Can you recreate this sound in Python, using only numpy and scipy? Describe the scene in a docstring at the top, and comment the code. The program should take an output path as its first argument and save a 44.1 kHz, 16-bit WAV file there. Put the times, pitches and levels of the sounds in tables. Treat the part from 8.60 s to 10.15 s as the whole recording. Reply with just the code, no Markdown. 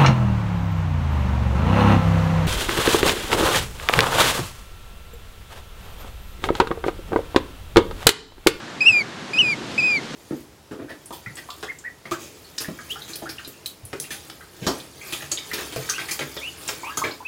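"""An oystercatcher whistles three times over a grassy hillside; each call swells, peaks and slides down.
The whistle is a near sine with a trace of breath and weak overtones coloured by throat and beak,
and the slope scatters a faint, short tail after it. Underneath, a low wind slowly rises,
buffeting the microphone and hissing in the grass, over a steady bed of distant water."""
import sys
import numpy as np
from scipy import signal
from scipy.fft import rfft, irfft
from scipy.io import wavfile
from scipy.ndimage import uniform_filter1d

SR = 44100
rng = np.random.default_rng(int(sys.argv[2]) if len(sys.argv) > 2 else 0)


def master(y):
    """Save y as 16-bit WAV."""
    cut = np.clip(np.atleast_2d(y).T, -1, 1)
    pcm = np.round(cut * 32767)  # scale
    wavfile.write(sys.argv[1], SR, pcm.astype(np.int16))


N = 68355

# first call: a dip, a loud climb, a break to the lower register, a long fall (t/s, f/Hz, level/dB)
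CALL_1 = [(0.205, 2400, -27), (0.219, 2557, -12.5), (0.232, 2527, -21), (0.239, 2410, -26),
          (0.254, 2530, -26), (0.274, 2735, -6), (0.287, 2852, -8.5), (0.2905, 2642, -9.5),
          (0.31, 2595, -15.5), (0.321, 2510, -38), (0.331, 2483, -17), (0.357, 2407, -17),
          (0.392, 2373, -19.6), (0.415, 2204, -23.5), (0.428, 2065, -39)]
# second call: breaks up to a high note and back (t/s, f/Hz, level/dB)
CALL_2 = [(0.7325, 2420, -25), (0.748, 2530, -22.5), (0.764, 2450, -27.5), (0.779, 2570, -21),
          (0.788, 2750, -14), (0.7921, 3040, -12), (0.807, 2927, -12), (0.816, 2800, -12),
          (0.822, 2576, -22), (0.861, 2456, -21), (0.919, 2370, -20.5), (0.934, 2217, -21.5),
          (0.945, 2080, -43)]
# third call: stays in the lower register (t/s, f/Hz, level/dB)
CALL_3 = [(1.178, 2423, -20.5), (1.188, 2578, -14.5), (1.2, 2517, -17.1), (1.211, 2365, -24.4),
          (1.221, 2400, -22.5), (1.24, 2530, -16.6), (1.296, 2460, -19.0), (1.362, 2320, -19.5),
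          (1.385, 2090, -27.5), (1.393, 2120, -27)]
# the bird's cue list (call curve, overtone trim/dB, overtone tilt/dB per octave, slope send/dB)
CALL_CUES = [(CALL_1, 1, 0, -12), (CALL_2, -1, 0, -18), (CALL_3, 0, -3, -26)]
# EQ that throat and beak give the overtones in a call of ordinary strength (f/Hz, level/dB)
BEAK_EQ = [(4100, -32), (4750, -32.5), (5200, -35.5), (6000, -36.5), (6800, -50), (7800, -42),
           (8800, -53.5), (9900, -53.5), (11000, -58.5), (12000, -62), (13000, -70), (15500, -79)]
# fader curve of the breeze (t/s, level/dB)
WIND_FADER = [(0, -40.5), (.3, -40), (.56, -40), (.85, -36), (1.05, -36), (1.12, -33.5), (1.3, -36),
              (1.5, -35.5), (1.55, -33)]
# spectrum of the wind's rumble on the microphone (f/Hz, relative level/dB)
RUMBLE_EQ = [(20, -41), (40, -32), (70, -17), (120, -2.5), (220, 0.5), (340, -2.5), (520, -9.5),
             (1000, -21), (2500, -50.5)]
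# spectrum of the wind in the grass (f/Hz, relative level/dB)
GRASS_EQ = [(500, -0.5), (1500, -6), (2700, 2.5), (4500, -0.5), (7500, -9), (10000, -18.5), (12000, -24.5),
            (15500, -56)]
# short puffs of wind on the microphone (centre t/s, half length/s, centre f/Hz, level/dB)
PUFF_CUES = [(.312, .012, 120, -32), (1.387, 0.015, 257, -35), (1.54, 0.011, 230, -28)]
# spectrum of the far water's hiss (f/Hz, relative level/dB)
WATER_EQ = [(290, 5.5), (500, 2.5), (1100, 1), (1700, 0.5), (2300, -5), (4000, -9.5), (5100, -15),
            (6800, -16.5), (9000, -27.5), (11000, -34), (13000, -39), (15500, -50)]


def whistle(t, curve, trim_db, tilt_db):
    """One call: a strong fundamental, a little breath, and overtones sliding through beak resonances."""
    attack_s, release_s, overtone_release_s = 0.0021, 0.0035, 0.016
    scoop_hz, scoop_s = 548, 0.0011  # the call starts flat and snaps up to pitch
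    breath_db, breath_width_hz = -49, 550
    ordinary_db, tilt_pivot_hz = -17, 5000
    times, hz, db = np.array(curve).T
    age, remaining = np.maximum(t - times[0], 0), times[-1] - t
    pitch = uniform_filter1d(np.interp(t, times, hz), size=60) - scoop_hz * np.exp(-age / scoop_s)
    jitter = 1 + 0.0038 * drift(per_s=216)
    phase = 2 * np.pi * np.cumsum(pitch * jitter) / SR
    envelope = uniform_filter1d(np.interp(t, times, undb(db)), size=100)
    breath = undb(breath_db) * noise_band(phase, breath_width_hz)
    flutter = 1 + 0.05 * drift(per_s=80)
    tone = (flutter * np.sin(phase) + breath) * envelope * ramp(remaining / release_s)
    overtones = 0
    for k in range(2, 7):
        colour_db = np.interp(k * pitch, *np.array(BEAK_EQ).T)
        colour_db += tilt_db * np.log2(k * pitch / tilt_pivot_hz)
        flicker_db = 2 * drift(per_s=41)
        overtones += undb(trim_db + colour_db + flicker_db) * np.sin(k * phase)
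    overtones *= (envelope / undb(ordinary_db)) ** 0.29  # they swell much less than the fundamental
    overtones *= ramp(remaining / overtone_release_s)
    return np.sqrt(2) * ramp(age / attack_s) * (tone + overtones)


def slope_reflection(t, call):
    """Uneven ground scatters the call into a short, diffuse tail."""
    predelay_s, t60_s = 0.0034, 0.078
    tail = rng.standard_normal(N) * undb(-60 * t / t60_s) * (t > predelay_s)
    return signal.fftconvolve(call, tail / np.linalg.norm(tail))[:N]


def oystercatcher(t):
    """The three calls, each with its own send to the slope's reflection."""
    mix = 0
    for curve, trim_db, tilt_db, send_db in CALL_CUES:
        call = whistle(t, curve, trim_db, tilt_db)
        mix += call + undb(send_db) * slope_reflection(t, call)
    return mix


def wind(t):
    """One breeze buffets the microphone and, a little softer, hisses in the grass."""
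    fader_db = np.interp(t, *np.array(WIND_FADER).T)
    buffet_db = 1.43 * drift(per_s=12)
    rumble = shaped_noise(RUMBLE_EQ) * undb(buffet_db)
    grass = shaped_noise(GRASS_EQ) * undb(-4.5)
    return undb(fader_db) * (rumble + grass)


def wind_puffs(t):
    """Small eddies bump softly against the microphone."""
    mix = 0
    for centre_s, half_length_s, hz, db in PUFF_CUES:
        eddy = noise_band(2 * np.pi * hz * t, width_hz=0.27 * hz)
        swell = np.exp(-((t - centre_s) / half_length_s) ** 2)
        mix += undb(db) * eddy * swell
    return mix


def far_water(level_db=-38):
    """Distant water lays an almost even bed of hiss."""
    flicker_db = 0.38 * drift(per_s=12)
    return shaped_noise(WATER_EQ, low_cut_hz=298) * undb(level_db - flicker_db)


def undb(db):
    """Decibels to gain."""
    return 10 ** (np.asarray(db) / 20)


def unit_rms(x):
    """Scale to rms 1."""
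    return x / np.sqrt(np.mean(x ** 2))


def ramp(x):
    """Smooth fade from 0 to 1."""
    return np.sin(np.pi / 2 * np.clip(x, 0, 1)) ** 2


def drift(per_s):
    """Smooth random modulator that changes about per_s times a second; rms 1."""
    hz = np.arange(N // 2 + 1) * SR / N
    return unit_rms(irfft(rfft(rng.standard_normal(N)) * np.exp(-(hz / per_s) ** 2), N))


def noise_band(phase, width_hz):
    """Noise riding on a carrier's phase, spreading about width_hz to either side."""
    return drift(width_hz) * np.sin(phase) + drift(width_hz) * np.cos(phase)


def shaped_noise(eq, low_cut_hz=1):
    """Noise through an EQ curve (f/Hz, level/dB) and a low cut; rms 1."""
    hz = np.maximum(np.arange(N // 2 + 1) * SR / N, 1)
    eq_hz, eq_db = np.array(eq).T
    gain = undb(np.interp(np.log(hz), np.log(eq_hz), eq_db))
    low_cut = hz ** 2 / (hz ** 2 + low_cut_hz ** 2)
    return unit_rms(irfft(rfft(rng.standard_normal(N)) * gain * low_cut, N))


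def scene():
    """Mono mix: the bird in front, wind and water behind."""
    t = np.arange(N) / SR
    return (oystercatcher(t) + wind(t) + wind_puffs(t) + far_water())[None]


def record(dry, high_cut_hz=15400):
    """The recorder cuts the top end steeply."""
    return signal.sosfilt(signal.ellip(10, .1, 90, high_cut_hz, fs=SR, output="sos"), dry)


dry = scene()
out = record(dry)
master(out)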